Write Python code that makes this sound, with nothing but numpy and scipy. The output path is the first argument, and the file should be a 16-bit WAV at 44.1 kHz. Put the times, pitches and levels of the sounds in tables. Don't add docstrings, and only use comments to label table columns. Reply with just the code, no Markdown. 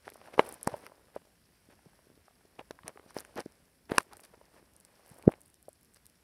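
import sys
import numpy as np
from scipy import signal
from scipy.io import wavfile
from scipy.ndimage import uniform_filter1d

SR = 44100
rng = np.random.default_rng(int(sys.argv[2]) if len(sys.argv) > 2 else 0)


def undo_db(level):
    steps = np.asarray(level, float) / 20
    return 10 ** steps


def generate_wav(sig):
    pcm = np.round(np.clip(np.atleast_2d(sig).T, -1, 1) * 32767).astype(np.int16)
    wavfile.write(sys.argv[1], SR, pcm)


N = 274787

# peak in seconds, level in dB, ring in Hz, time to fall 60 dB in seconds,
# sharp edge in dB above the ring.
KNOCKS = [(.0797, -29.5, 764, 0.0039, -12.5), (.3803, -26, 534, 0.013, -15), (.3946, -8, 520, 0.011, -20),
          (.3999, -32, 596, 0.013, 4), (.6755, -20.5, 584, 0.0048, -23), (.7409, -30.5, 580, 0.028, -10),
          (.8657, -41.5, 1287, 0.0076, -24.5), (1.1638, -29.5, 553, 0.013, -40.5),
          (2.594, -30.5, 638, 0.0038, -4), (2.709, -27.5, 531, 0.0043, -8.5),
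          (2.8807, -32.5, 610, 0.0066, 1), (3.1672, -22.5, 447, 0.0038, -16), (3.3708, -39, 614, 0.022, -4),
          (3.3837, -27, 500, 0.012, -17), (3.392, -28.5, 420, 0.0037, -11), (3.4617, -33, 306, 0.0092, -37),
          (3.8996, -37, 390, 0.01, -1.5), (3.9196, -14.5, 330, 0.0026, -11.5),
          (3.9478, -29.5, 699, 0.0037, -13.5), (4.0056, -38, 1117, .008, -7.5),
          (5.2914, -24.5, 627, 0.0051, -24), (5.684, -39, 578, 0.016, -29.5)]
# peak in seconds, level in dB, ring in Hz, 60 dB fall in seconds.
MUFFLED_PADS = [(0.1575, -44.5, 660, 0.008), (0.1787, -50.5, 710, 0.0033), (.2839, -47.5, 640, 0.018),
                (.478, -47, 494, 0.046), (.488, -50, 720, .026), (0.5251, -49.5, 495, 0.023),
                (.69, -41, 487, 0.063), (0.879, -52.5, 530, 0.0099), (0.9202, -47, 580, 0.0079),
                (1.2718, -54.5, 509, 0.0093), (1.6893, -54, 249, 0.02), (1.86, -49, 399, 0.0099),
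                (2.0706, -53.5, 330, 0.0076), (2.1018, -48.5, 346, 0.0055), (2.117, -51.5, 287, 0.0057),
                (2.177, -53, 307, 0.0064), (2.4528, -56, 371, 0.016), (2.6112, -45, 547, 0.027),
                (2.9599, -47.5, 412, 0.019), (3.063, -45, 287, 0.0019), (3.1076, -45.5, 1000, 0.0065),
                (3.3633, -40, 272.3, 0.026), (4.0687, -53, 326, 0.0087), (4.1343, -47, 816, 0.02),
                (5.1156, -59, 199.7, 0.022)]
# peak in seconds, level in dB, ring in Hz.
LIGHT_TAPS = [(.0539, -63, 520), (0.072, -42.5, 453), (.121, -48, 440), (.215, -45, 690), (.2755, -49, 814),
              (.4117, -49, 464), (.4638, -51, 530), (2.79, -49, 980), (2.8342, -49, 1170),
              (2.8933, -47, 580), (2.9745, -44.5, 750), (2.9966, -46, 440), (3.187, -42, 520),
              (3.3787, -35.5, 845), (4.126, -48, 950), (4.3449, -52.5, 834), (5.3041, -50, 300)]
# peak in seconds, level in dB, ring in Hz,
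# 60 dB fall in seconds, sharp edge in dB above the ring.
SMALL_BUMPS = [(.388, -35.5, 560, 0.013, -14), (0.392, -22, 600, .008, -12), (.4012, -28.5, 620, .012, -14),
               (0.4057, -33, 700, 0.0072, -12), (.679, -38, 514, 0.009, -15), (0.686, -38, 520, .012, -20),
               (1.219, -57, 511, .008, -10), (1.252, -60, 533, 0.0094, -3), (1.491, -59.5, 457, 0.007, -6),
               (1.792, -55.5, 836, .008, -8), (1.887, -58.5, 783, 0.0078, -11.5),
               (1.933, -58.5, 800, .01, -14.5), (1.9914, -56.5, 580, .01, -7),
               (2.282, -53, 740, 0.012, -12), (2.309, -60, 700, 0.019, -16.5), (2.41, -60, 795, 0.011, -5),
               (4.113, -52, 1097, 0.0065, -13), (4.1717, -51.5, 447, 0.0086, -4),
               (4.1957, -50.5, 726, 0.0085, -1), (4.219, -56, 445, 0.011, -20),
               (4.255, -54.5, 420, .008, -4.5), (4.378, -56, 290, .016, -18), (4.4138, -50, 563, .016, -8),
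               (4.483, -57.5, 698, .008, -11), (4.544, -56, 450, 0.0095, -2.5),
               (4.565, -53.5, 554, .018, -6), (4.585, -55.5, 600, .012, -0.5),
               (4.628, -54, 330, .012, -13.5), (5.297, -40, 319.2, .03, -28),
               (5.3168, -43.5, 706, .007, -14), (5.3216, -46, 600, 0.0068, -10.5),
               (5.338, -44, 480, .008, -9)]
# peak in seconds, level in dB, pitch in
# Hz, 60 dB fall in seconds.
THUDS = [
    (0.6743, -18, 231, 0.01),
    (.7385, -39, 620, 0.006),
    (0.733, -41, 126, 0.027),
    (1.868, -48.5, 160.4, 0.024),
    (2.848, -44.5, 157, 0.018),
    (3.9823, -25.5, 250, 0.01),
    (4.313, -56.5, 177, 0.031),
    (5.117, -45.5, 150, 0.023),
]
# peak in seconds,
# level in dB, pitch in Hz, 60 dB fall in seconds, rise in seconds.
INWARD_SWINGS = [
    (3.9828, -13.5, 1060, .013, 0.00044),
    (3.9828, -9, 1580, 0.0064, 0.00018),
    (3.9826, -15, 2500, .006, 0.0002),
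    (3.9828, -22, 510, 0.013, 0.00043),
    (3.9811, -29, 2830, 0.0093, 0.00067),
    (0.6741, -22.5, 1660, .004, 0.00016),
    (5.2791, -3, 375.2, 0.0074, 0.00041),
    (5.2794, -10, 178.3, 0.012, 0.0011),
]
OUTWARD_SWINGS = [
    (.3942, -12, 2100, .007, .00015),
    (.3942, -11, 960, .008, .00015),
    (.3942, -20.5, 2940, .01, .0002),
    (.3942, -28, 4030, .01, .0003),
    (0.3954, -21, 1650, .012, .0002),
    (.6762, -17.5, 870, .0055, 0.00039),
]
# time in seconds, level in dB.
DRY_SNAPS = [(0.0914, -39), (0.406, -30), (0.4614, -42), (0.614, -46), (0.8589, -44), (2.713, -45),
             (2.8716, -41), (3.1773, -39), (3.2498, -42.5), (3.4044, -37.5), (3.8954, -42), (3.9158, -29.5),
             (3.9441, -45), (4.238, -51.5), (4.253, -47), (3.4619, -47.5)]
# time in seconds, level in dB, pitch in Hz.
SHELL_CRACKS = [
    (.8657, -43, 2920),
    (3.917, -36.5, 2400),
    (5.2908, -35.5, 1500),
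    (5.2259, -40.5, 2285),
    (5.3165, -42.5, 1950),
    (5.3212, -37, 2000),
    (5.339, -40.5, 2100),
]
# time in seconds, level in dB, lower cavity in dB against the upper.
PORT_TICKS = [(.102, -34, -12), (.491, -30, -22), (.5253, -30.5, -18), (.5397, -36.5, -30),
              (.5428, -32, -26), (.6309, -24, -35), (.636, -42, -7), (.6715, -23.5, -14),
              (.6751, -19, -9.5), (.866, -36.5, -3.5), (2.71, -38, 3), (2.8802, -24, -3),
              (3.1784, -33.5, -14), (3.1866, -38.5, 7), (3.1996, -34, -14), (3.2053, -29.5, -38),
              (3.2497, -40, -4), (3.3768, -38.5, 4), (3.4046, -33, -1.5), (3.9114, -36.5, -12),
              (3.9594, -37, -5.5), (3.9698, -40.5, -4), (3.9826, -9, -4.5), (4.0075, -39.5, -3),
              (4.031, -41.5, -24), (4.133, -36.5, -8), (4.1695, -36, -11), (4.2029, -39, -16),
              (4.8502, -39.5, -6.5), (6.066, -36.5, -13)]
# time in seconds, level in dB.
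CLOTH_CRACKLE = [(.5285, -43), (3.1707, -41), (3.1943, -39), (3.993, -47), (4.1815, -51), (4.209, -44),
                 (4.2502, -39), (4.7647, -40.5), (4.802, -43), (5.0799, -44.5), (5.0925, -42.5),
                 (5.1002, -43.5), (5.1437, -46.5), (5.1815, -48), (5.2961, -45.5), (5.3171, -43),
                 (5.4071, -43), (5.4161, -40), (5.4338, -51), (5.4601, -45.5), (5.4801, -47.5),
                 (5.5012, -49), (5.6279, -41.5), (5.6908, -40.5), (5.7308, -44), (5.811, -47.5),
                 (5.8315, -45), (5.8478, -46), (5.9386, -47.5), (5.9455, -40)]
# time in seconds, level in dB.
SKIN_SLIPS = [(.1372, -44), (0.1431, -41), (0.169, -47), (.4534, -44), (0.4648, -35.5), (.612, -45),
              (0.646, -42), (1.156, -49.5), (1.1605, -48.5), (2.8832, -37.5), (3.106, -44.5), (3.1448, -46),
              (3.3573, -39), (3.398, -37), (3.458, -46.5), (3.5221, -48), (3.9173, -42.5), (3.9797, -44),
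              (4.024, -48), (4.1357, -47), (4.236, -45), (4.2381, -44.5), (4.259, -47.5), (4.7362, -50.5),
              (4.8089, -47), (5.0618, -49.5), (5.2256, -42.5), (5.543, -44), (6.057, -42.5), (6.099, -48)]
# start in seconds, length in seconds, level in dB.
CLOTH_DRAGS = [
    (.41, .15, -65),
    (.76, .1, -70.5),
    (3.14, .075, -64),
    (3.92, .11, -64),
    (4.162, .11, -73),
    (5.052, .15, -70.5),
    (5.36, .2, -78),
]
# time in seconds, pressure in dB, speed in dB.
HAND_STROKE = [(0, -74.5, 7), (.15, -68.5, 8), (.42, -54.5, 5.5), (0.601, -62, 5), (0.759, -55, 10),
               (.95, -67.5, -3), (1.45, -83, 5), (1.82, -73.5, 1.5), (2.398, -78, 2.5), (2.76, -71, -2.5),
               (3.3, -65, 4.5), (3.85, -83, -2.5), (4.09, -70.5, 1.5), (4.8, -74.5, -3), (5.12, -65, 10),
               (5.26, -56, -9.5), (5.55, -85, -1.5), (6.23, -81.5, 3)]
# level in dB at rest pressure,
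# share of pressure in dB per dB, share of speed in dB per dB.
STROKE_SHARES = [(-75, 0.41, 0.35), (-81.5, 0.27, .7), (-78.5, 0.31, 0.26)]
# middle in seconds, length in seconds, body level in dB, dryness in dB.
SHORT_SCUFFS = [(0.073, 0.056, -63, -8), (0.265, 0.05, -68.5, -6), (0.341, 0.02, -52, -19),
                (0.398, 0.035, -43, -18), (0.469, 0.17, -58, -14), (0.704, 0.085, -58, -17),
                (0.85, 0.051, -62.5, -15), (1.162, 0.034, -53.5, -29), (1.719, 0.042, -63.5, -22),
                (2.599, 0.026, -48, -28.5), (2.879, 0.051, -54, -27), (3.099, 0.036, -83, 15.5),
                (3.181, 0.068, -58, -3.5), (3.39, 0.054, -45, -19), (3.933, .072, -46, -24),
                (3.989, 0.063, -54.5, -9.5), (4.133, 0.048, -60, -27), (4.242, 0.016, -65.5, 6.5),
                (4.34, .02, -62, -38), (4.567, 0.07, -69, -12), (5.32, 0.016, -60, -10.5),
                (5.966, 0.015, -70.5, 5)]
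# level in dB, share of dryness in dB per dB.
SCUFF_SHARES = [(0, 0.014), (0, .4), (-1, 1), (-4.5, 0.73)]
# pitch in Hz, width in Hz, level in dB.
BODY_MODES = [(330, 200, -4.5), (580, 230, -1), (1060, 480, -1.5)]
# pitch in Hz, width in Hz, level in dB.
SHELL_MODES = [(1580, 460, -5.5), (2200, 870, 1), (2700, 1900, 2.5)]
# pitch in Hz, width in Hz, level in dB.
LOWER_CAVITY = [(4700, 2000, 0.5), (5860, 1200, -5.5)]
# pitch in Hz, width in Hz, level in dB.
UPPER_CAVITY = [(9100, 2000, -2), (10960, 4200, 1), (13820, 11000, -9)]
# delay in seconds, level in dB.
LENS_TICKS = [
    (0, -53),
    (.0025, -60),
    (.0052, -61),
]
# pitch in Hz, level in
# dB per Hz.
HUM_AND_HISS = [(20, -20), (44, 7.5), (62, 5.5), (100, -4.5), (200, -1.5), (420, -9.5), (1300, -20),
                (1900, -19), (3700, -23), (5500, -19.5), (6100, -26.5), (7900, -23.5), (8300, -20), (9700, -26),
            (11000, -17), (12300, -25.5), (15000, -26), (15650, -30), (15850, -52.5)]


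def evened(x):
    return x / np.sqrt(np.mean(x ** 2) + 1e-20)


def add(mix, s, sound):
    part = mix[max(round(s * SR), 0):][:len(sound)]
    part += sound[:len(part)]


def swell(t, rise, t60):
    fall = np.log(1000) / t60
    peak = rise * np.log(1 / max(rise * fall, .05) - 1) if rise * fall < .5 else 0
    u = t + peak
    shape = np.exp(-fall * u - np.logaddexp(0, -u / rise))
    return shape / shape.max()


def ring(modes, soft=0.000051):
    t = np.arange(512) / SR
    sound = np.zeros(512)
    for k, (hz, width, db) in enumerate(modes):
        fade = np.exp(-np.pi * width * t)
        sound += (-1) ** k * undo_db(db) * fade * np.sin(2 * np.pi * hz * t)
    sound = sound * (1 - np.exp(-(t / soft) ** 2))
    return sound / abs(signal.hilbert(sound)).max()


def burst(chance, spread):
    t = (np.arange(len(chance)) - len(chance) // 2) / SR
    slips = chance * abs(chance) * np.exp(-(t / spread) ** 2)
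    slips = slips + 6 * (t == 0)
    return slips / np.linalg.norm(slips)


def grains(modes, per_s, uneven_db):
    where, size, sign = rng.random((N, 3)).T
    strength = undo_db(uneven_db * np.minimum(-np.log(size + 1e-9), 4))
    train = (where < per_s / SR) * strength * np.sign(sign - .5)
    return evened(signal.oaconvolve(train, ring(modes))[:N])


def knocks():
    body, edges, lead = np.zeros(N), np.zeros(N), 882
    t = (np.arange(4000) - lead) / SR
    pads = [(*pad, -18) for pad in MUFFLED_PADS]
    taps = [(*tap, .011, -3) for tap in LIGHT_TAPS]
    rows = KNOCKS + pads + taps + SMALL_BUMPS
    for (s, db, hz, t60, edge_db), chance in zip(rows, rng.standard_normal((len(rows), 200))):
        t60 = np.clip(t60, .003, .04)
        padded = edge_db < -21.5 and 270 < hz < 900
        rise = 0.11 / hz if padded else min(0.075 / hz, 0.098 * t60)
        deep = hz < 270
        swing = np.cos(2 * np.pi * hz * t) if deep else np.sin(2 * np.pi * hz * t - .3)
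        overtone_level = .15 if padded else .55 if hz > 450 else .3
        overtone = overtone_level * np.cos(2 * np.pi * 1.6 * hz * t + chance[0] * (hz > 270))
        add(body, s - lead / SR, undo_db(db + 4.0) * swell(t, rise, t60) * (swing + overtone))
        edge_hz = 1470 + 0.42 * hz + 10.5 * edge_db
        spot = ring([(edge_hz, 900, 0), (2.2 * edge_hz, 1200, -7), (2.4 * edge_hz, 700, -13)])
        add(edges, s - .0027, undo_db(db + edge_db + 6.0) * np.convolve(burst(chance, 0.00066), spot))
    for s, db, hz, t60 in THUDS:
        add(body, s - lead / SR, undo_db(db) * swell(t, 0.049 * t60, t60) * np.cos(2 * np.pi * hz * t))
    return body, edges


def hard_blows():
    out, lead = np.zeros(N), 882
    t = (np.arange(4000) - lead) / SR
    for way, table in ((1, INWARD_SWINGS), (-0.85, OUTWARD_SWINGS)):
        for s, db, hz, t60, rise in table:
            swing = swell(t, rise, t60) * np.cos(2 * np.pi * hz * t)
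            add(out, s - lead / SR, way * undo_db(db) * swing)
    return out


def rattle(swings):
    t = np.arange(3000) / SR
    shake = rng.standard_normal(3000) * undo_db(-60 * t / 0.024) * (t > .003)
    tail = signal.oaconvolve(swings, shake / np.linalg.norm(shake))[:N]
    return signal.sosfilt(signal.butter(2, 380, "highpass", fs=SR, output="sos"), tail)


def snaps():
    out = np.zeros(N)
    for (s, db), chance in zip(DRY_SNAPS, rng.standard_normal((len(DRY_SNAPS), 200))):
        add(out, s - .0027, undo_db(db - 1.37) * np.convolve(burst(chance, 0.0006), ring(SHELL_MODES)))
    return out


def cracks():
    out = np.zeros(N)
    for (s, db, hz), chance in zip(SHELL_CRACKS, rng.standard_normal((len(SHELL_CRACKS), 200))):
        spot = ring([(hz, 700, 0), (1.28 * hz, 800, -8), (1.88 * hz, 450, -17)], soft=.00025)
        add(out, s - .0025, undo_db(db) * np.convolve(burst(chance, 0.000049), spot))
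    return out


def ticks():
    out = np.zeros(N)
    crackle = [(*row, -19) for row in CLOTH_CRACKLE]
    slips = [(*row, -6.5) for row in SKIN_SLIPS]
    rows = PORT_TICKS + crackle + slips
    dull = signal.butter(10, 11800, fs=SR, output="sos")
    for (s, db, lower_db), chance in zip(rows, rng.standard_normal((len(rows), 100))):
        upper = ring(UPPER_CAVITY, soft=.00006 + 0.00063 * undo_db(db))
        port = upper + undo_db(lower_db) * ring(LOWER_CAVITY)
        spread = .00035 if db < -18 else .00008
        if db > -18:
            port = signal.sosfilt(dull, port)
        add(out, s - .0013, undo_db(db + 1.2) * np.convolve(burst(chance, spread), port))
    return out


def flurries():
    t = np.arange(N) / SR
    level = np.zeros(N)
    for s, length, db in CLOTH_DRAGS:
        level += undo_db(db) * ((t > s) & (t < s + length))
    crackle = grains(UPPER_CAVITY[:2] + [(14050, 3000, -4)], 160, 3.5)
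    return uniform_filter1d(level, size=400) * crackle


def rubbing():
    t = np.arange(N) / SR
    s, *columns = np.transpose(HAND_STROKE)
    press_db, speed_db = (np.interp(t, s, column) for column in columns)
    levels_db = [press_db]
    for db, press_share, speed_share in STROKE_SHARES:
        levels_db.append(db + press_share * (press_db + 70) + speed_share * speed_db)
    levels = undo_db(np.array(levels_db))
    base_db, share = np.transpose(SCUFF_SHARES)
    for middle, length, db, dry_db in SHORT_SCUFFS:
        near = slice(max(round((middle - length) * SR), 0), round((middle + length) * SR))
        shape = np.exp(-(2 * (t[near] - middle) / length) ** 4)
        levels[:, near] += undo_db(db + base_db + share * dry_db)[:, None] * shape
    slips = [grains(BODY_MODES, 700, 2.9), grains(SHELL_MODES, 1200, 3.1),
             grains(LOWER_CAVITY, 1800, 3.1), grains(UPPER_CAVITY, 1900, 3.2)]
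    top_edge = signal.butter(10, 15600, fs=SR, output="sos")
    return signal.sosfilt(top_edge, (levels * slips).sum(0))


def lens():
    out = np.zeros(N)
    tick = ring([(3700, 3500, 0.0), (5270, 1100, 3.5), (10985, 1500, -1)])
    starts = np.arange(.0537, N / SR, .1)
    for s, chances in zip(starts, rng.standard_normal((len(starts), 3, 100))):
        for (late, db), chance in zip(LENS_TICKS, chances):
            level = undo_db(db + 2 * chance[0])
            add(out, s + late, level * np.convolve(burst(chance, .0004), tick))
    return out


def air():
    frames = N // 256 + 5
    hz = np.fft.rfftfreq(1024, 1 / SR)
    a, b, patches = rng.standard_normal((frames, 513, 3)).T
    patches = uniform_filter1d(patches, size=12, axis=0)
    patches = evened(uniform_filter1d(patches, size=14, axis=1))
    f, db = np.transpose(HUM_AND_HISS)
    colour_db = np.interp(np.log(hz + 1), np.log(f + 1), db)[:, None]
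    spectrum = (a + 1j * b) * undo_db(colour_db + 1.3 * patches)
    noise = signal.istft(spectrum, nperseg=1024, noverlap=768)[1][:N]
    return undo_db(-67) * evened(noise)


def scene():
    body, edges = knocks()
    hard = hard_blows()
    blows = body + hard + edges + undo_db(-17.0) * rattle(body + undo_db(-8.5) * hard)
    shell = snaps() + cracks()
    touch = ticks() + flurries() + rubbing()
    return (blows + shell + touch + lens() + air())[None]


def top_cut(x):
    return signal.sosfilt(signal.butter(12, 16480, fs=SR, output="sos"), x)


def record(dry):
    thin = signal.sosfiltfilt(signal.butter(2, 48, "highpass", fs=SR, output="sos"), dry)
    squeezed = np.sign(thin) * (.7 + .3 * np.tanh((abs(thin) - .7) / .3))
    mix = np.where(abs(thin) < .7, thin, squeezed)
    return top_cut(mix)


dry = scene()
out = record(dry)
generate_wav(out)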